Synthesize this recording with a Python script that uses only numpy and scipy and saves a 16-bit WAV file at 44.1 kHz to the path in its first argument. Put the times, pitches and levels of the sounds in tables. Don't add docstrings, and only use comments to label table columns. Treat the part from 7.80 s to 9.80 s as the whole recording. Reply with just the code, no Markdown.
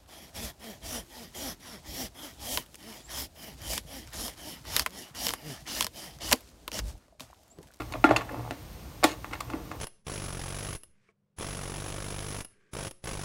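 import sys
import numpy as np
from scipy import signal
from scipy.fft import rfft, irfft
from scipy.io import wavfile
from scipy.ndimage import uniform_filter1d

SR = 44100
rng = np.random.default_rng(int(sys.argv[2]) if len(sys.argv) > 2 else 0)


def gain_from_db(level_db):
    decades = np.asarray(level_db, float) / 20
    return 10 ** decades


def log_audio(samples):
    frames = np.atleast_2d(samples).T
    limited = np.clip(frames, -1, 1)
    pcm = np.round(limited * 32767).astype(np.int16)
    wavfile.write(sys.argv[1], SR, pcm)


N = 88200

# mode_hz [Hz], level_db [dB], t60_s [s]
TIN_MODES = [(329.2, 9.5, 0.033), (520, 6, 0.0076), (680, -5, 0.019), (736, -7, 0.069), (880, 4, 0.035),
             (1155, 17.5, 0.009), (1405, 5, 0.029), (1800, 10, 0.0058), (2166, 12.5, 0.012),
             (2594, 14, 0.0084), (2766, -3.5, 0.02), (3510, -3.5, 0.039), (3820, 3.5, 0.016),
             (4250, 6, 0.013), (4760, 1, 0.0098), (5330, -13, 0.01), (6610, 6.5, 0.0091), (7040, 0, 0.0098),
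             (9280, -3, 0.0083)]


def read(points, hz):
    point_hz, value = np.transpose(points)
    return np.interp(np.log(hz + 1), np.log(point_hz + 1), value)


def evened(x):
    return x / np.sqrt(np.mean(x ** 2) + 1e-20)


def add(mix, start_s, sound):
    part = mix[round(start_s * SR):][:len(sound)]
    part += sound[:len(part)]


def random_places():
    return rng.standard_normal((len(TIN_MODES), 1))


def contact(best_hz, fall_db):
    fall_below_db = 5
    knock_low_hz, knock_fall_db = 250, 24
    top_hz, top_fall_db = 9500, 11
    hz = np.maximum(abs(np.fft.fftfreq(2048, 1 / SR)), 20)
    octaves = np.log2(hz / best_hz)
    db = -np.where(octaves > 0, max(fall_db, 0), -fall_below_db) * octaves
    db = db - knock_fall_db * np.maximum(np.log2(knock_low_hz / hz), 0)
    db = db - top_fall_db * np.maximum(np.log2(hz / top_hz), 0)
    log_gain = np.maximum(db, -100) * np.log(10) / 20
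    spectrum = np.exp(np.conj(signal.hilbert(log_gain)))
    return np.fft.ifft(spectrum).real[:1024]


def ring(clicks, best_hz, fall_db, place, grip):
    focus_db, focus_octaves, focus_ring = 6, 0.11, 0.7
    place_db = 2.2
    clatter_db, clatter_t60_s = 13, 0.013
    hz, db, t60 = np.transpose(TIN_MODES)[:, :, None]
    t = np.arange(4096) / SR

    near = grip * np.exp(-(np.log2(hz / best_hz) / focus_octaves) ** 2)
    hz = hz + near * (best_hz - hz)
    db = db + focus_db * near
    t60 = np.clip(t60 * (1 + focus_ring * near), 0.01, 0.12)

    decay = gain_from_db(db + place_db * place - 60 * t / t60)
    modes = (decay * np.sin(2 * np.pi * hz * t)).sum(0)
    power = signal.fftconvolve(clicks ** 2, gain_from_db(clatter_db - 60 * t / clatter_t60_s) ** 2)
    clatter = np.sqrt(abs(power)) * rng.choice([-1., 1.], len(power))
    body = signal.fftconvolve(clicks, modes) + clatter
    return signal.fftconvolve(body, contact(best_hz, fall_db))


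def slide():
    # time_s [s], level_db [dB]
    drag = [(0, -31), (.06, -60.5), (.1, -49.5), (.165, -47), (.2, -65), (.4, -37), (.44, -76), (.47, -51),
            (0.512, -39.5), (.6, -45), (.625, -48), (.74, -52), (.8, -58), (1.2, -56.5), (1.4, -59.5),
            (1.52, -49), (1.65, -56.5), (1.721, -41.5), (1.768, -44), (1.83, -54), (1.95, -47.5), (2, -55)]
    best_hz, fall_db = 463, 6.5
    grit_per_s, grit_db = 2500, 2.5
    size = gain_from_db(grit_db * np.minimum(rng.exponential(1, N), 4))
    sign = rng.choice([-1., 1.], N)
    hit = rng.random(N) < grit_per_s / SR
    body = ring(size * sign * hit, best_hz, fall_db, 0, 0)[:N]
    time_s, level_db = np.transpose(drag)
    return evened(body) * gain_from_db(np.interp(np.arange(N) / SR, time_s, level_db))


def room(x):
    # band_hz [Hz], t60_s [s]
    room_decay = [(250, 0.36), (1000, 0.3), (4000, 0.17), (9000, 0.1), (15000, 0.13)]
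    room_db = -13.5
    taps = np.zeros(SR // 2)
    at = np.arange(200, len(taps) - 20, 20)
    taps[at + rng.integers(0, 20, len(at))] = rng.choice([-1., 1.], len(at))
    hz, t, bands = signal.stft(taps, SR, nperseg=256)
    fade = gain_from_db(-60 * t / read(room_decay, hz)[:, None])
    tail = signal.istft(bands * fade, SR, nperseg=256)[1]
    return gain_from_db(room_db) * signal.fftconvolve(x, tail / np.linalg.norm(tail))[:N]


def rumble_and_hiss():
    # band_hz [Hz], density_db [dB per Hz]
    air_colour = [(20, -51), (30, -61), (42, 3), (53, 7), (75, 2), (120, -2.5), (170, -5), (300, -15),
                  (700, -19), (1500, -24.5), (3000, -26), (6500, -28.5), (7700, -33.5), (9000, -29.5),
                  (10500, -36), (13000, -29), (16000, -35)]
    air_db = -44.5
    gain = gain_from_db(read(air_colour, np.fft.rfftfreq(N, 1 / SR)))
    air = irfft(rfft(rng.standard_normal(N)) * gain, N)
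    return gain_from_db(air_db) * evened(air)


def fuzzy_tone(x, hz, width_hz):
    f = np.fft.rfftfreq(N, 1 / SR)
    bell = np.exp(-((f - hz) / width_hz) ** 2)
    return evened(irfft(rfft(x) * bell, N))


def hum():
    # time_s [s], level_db [dB]
    waver = [(0.0, -41.5), (0.14, -53.5), (0.2, -39), (0.25, -69), (0.32, -30.5), (0.47, -58),
             (0.61, -36.5), (0.76, -55.5), (1.55, -69), (1.68, -43), (1.82, -64), (2.0, -49.5)]
    hum_hz, width_hz = 118, 10
    t = np.arange(N) / SR
    sine = np.sin(2 * np.pi * hum_hz * t)
    blur = 0.041 * rng.standard_normal(N) * np.sqrt(SR / width_hz)
    time_s, level_db = np.transpose(waver)
    return gain_from_db(np.interp(t, time_s, level_db)) * fuzzy_tone(sine + blur, hum_hz, width_hz)


def blow(level_db, best_hz, fall_db, rattle_s):
    rattle_per_s, first_click = 2000, 1.3
    loose_s, ring_in_room = 0.016, 0.6
    t = np.arange(4096) / SR
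    fade = np.exp(-(t / np.clip(rattle_s, 0.0005, 0.06)) ** 3)
    hit = rng.random(len(t)) < rattle_per_s / SR
    clicks = rng.standard_normal(len(t)) * hit * fade
    clicks[0] = first_click
    grip = np.exp(-(rattle_s / loose_s) ** 2)
    sound = ring(clicks, best_hz, fall_db, random_places(), grip)
    loudest = np.sqrt(uniform_filter1d(sound ** 2, size=220).max())
    sound = gain_from_db(level_db) * 0.39 * sound / loudest

    colour = contact(best_hz, fall_db)
    to_walls = ring_in_room * sound
    add(to_walls, 0, colour * np.linalg.norm(sound) / np.linalg.norm(colour))
    return sound, to_walls


def ticks():
    first_s, every_s = 0.0095, 0.1024
    tick_hz, width_hz = 13400, 3100
    tick_db, fade_s = -51, 0.0018
    since = (np.arange(N) / SR - first_s) % every_s
    noise = fuzzy_tone(rng.standard_normal(N), tick_hz, width_hz)
    return gain_from_db(tick_db) * noise * np.exp(-since / fade_s)


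def judder():
    # start_s [s], peak_db [dB]
    slips = [(.5445, -24), (0.5576, -30), (.572, -35), (.582, -37), (.595, -28), (0.609, -32.5),
             (.640, -41), (0.6508, -29.5), (0.663, -32), (.677, -28.5), (.691, -37)]
    best_hz, fall_db = 850, 19
    grip, press_t60_s = 0.71, 0.024
    out = np.zeros(N)
    for start_s, peak_db in slips:
        slip = ring(np.ones(1), best_hz, fall_db, random_places(), grip)
        slip = slip * gain_from_db(-60 * np.arange(len(slip)) / SR / press_t60_s)
        add(out, start_s, gain_from_db(peak_db) * slip / abs(slip).max())
    return out


def scene():
    # [s, limited in blow()]
    blows = [(.005, -25, 1000, 4, 0.0024), (0.02, -30.5, 830, 0.5, 0.0011), (.1225, -30.5, 4600, 2, 0.0063),
             (.123, -28.5, 1040, 29, 0.0033), (0.138, -22.5, 2456, 10.5, 0.0032),
             (.143, -24, 655, 19, 0.0031), (0.153, -24, 645, 12, 0.0063), (.2411, -18.5, 2700, 2, 0.0028),
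             (0.2413, -2.5, 1396, 13, 0.0045), (0.2437, -6.5, 349, 5.5, 0.0038),
             (.291, -14.5, 370, 7.5, 0.007), (0.3073, -16.5, 1210, 7, 0.0045),
             (0.31, -3.5, 680, 8.5, 0.0059), (.362, -11, 2600, 8, 0.0081),
             (0.363, -15.5, 1160, 10.5, 0.0061), (0.364, -17, 4450, 6, 0.0065), (0.41, -25, 1291, 6, 0.013),
             (0.49, -31, 1760, 16, 0.0082), (0.709, -19.5, 680, 4.5, 0.0028), (.714, -28, 372, 14, 0.01),
             (0.931, -44.5, 656, 24, 0.0072), (1.2287, -17.5, 760, 10, 0.0012),
             (1.2346, -11, 762, 4.5, 0.0042), (1.2408, -5, 2970, 0, 0.0025), (1.2434, -4, 327, 2, 0.0063),
             (1.248, -19, 734, 5.5, 0.024), (1.273, -31, 3680, 3, 0.068), (1.445, -22, 1230, 7, 0.0015),
             (1.511, -32, 332, 3, 0.0047), (1.528, -23, 1264, 4.5, 0.015), (1.553, -31.5, 1840, 11, 0.0054),
             (1.605, -25, 4770, 0, 0.004), (1.606, -23, 1205, 15, 0.0026),
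             (1.701, -26.5, 1170, 2.5, 0.0026), (1.734, -26, 1350, 9, 0.007),
             (1.738, -19, 327, 10.5, 0.00089), (1.797, -37, 332, 9, 0.0088), (1.893, -35, 329, 19, 0.0064),
             (1.914, -24.5, 1235, 6.5, 0.007), (1.935, -33.5, 880, 21, 0.02)]
    tin = slide() + judder()
    walls = tin.copy()
    for start_s, *settings in blows:
        sound, to_walls = blow(*settings)
        add(tin, start_s, sound)
        add(walls, start_s, to_walls)
    background = rumble_and_hiss() + hum() + ticks()
    return (tin + room(walls) + background)[None]


def top_cut(x):
    return signal.sosfilt(signal.butter(12, 16670, fs=SR, output="sos"), x)


def record(dry):
    edge = signal.firwin(511, 15850, window=("kaiser", 8), fs=SR)
    mix = signal.oaconvolve(dry, edge[None], "same")
    return top_cut(mix)


dry = scene()
out = record(dry)
log_audio(out)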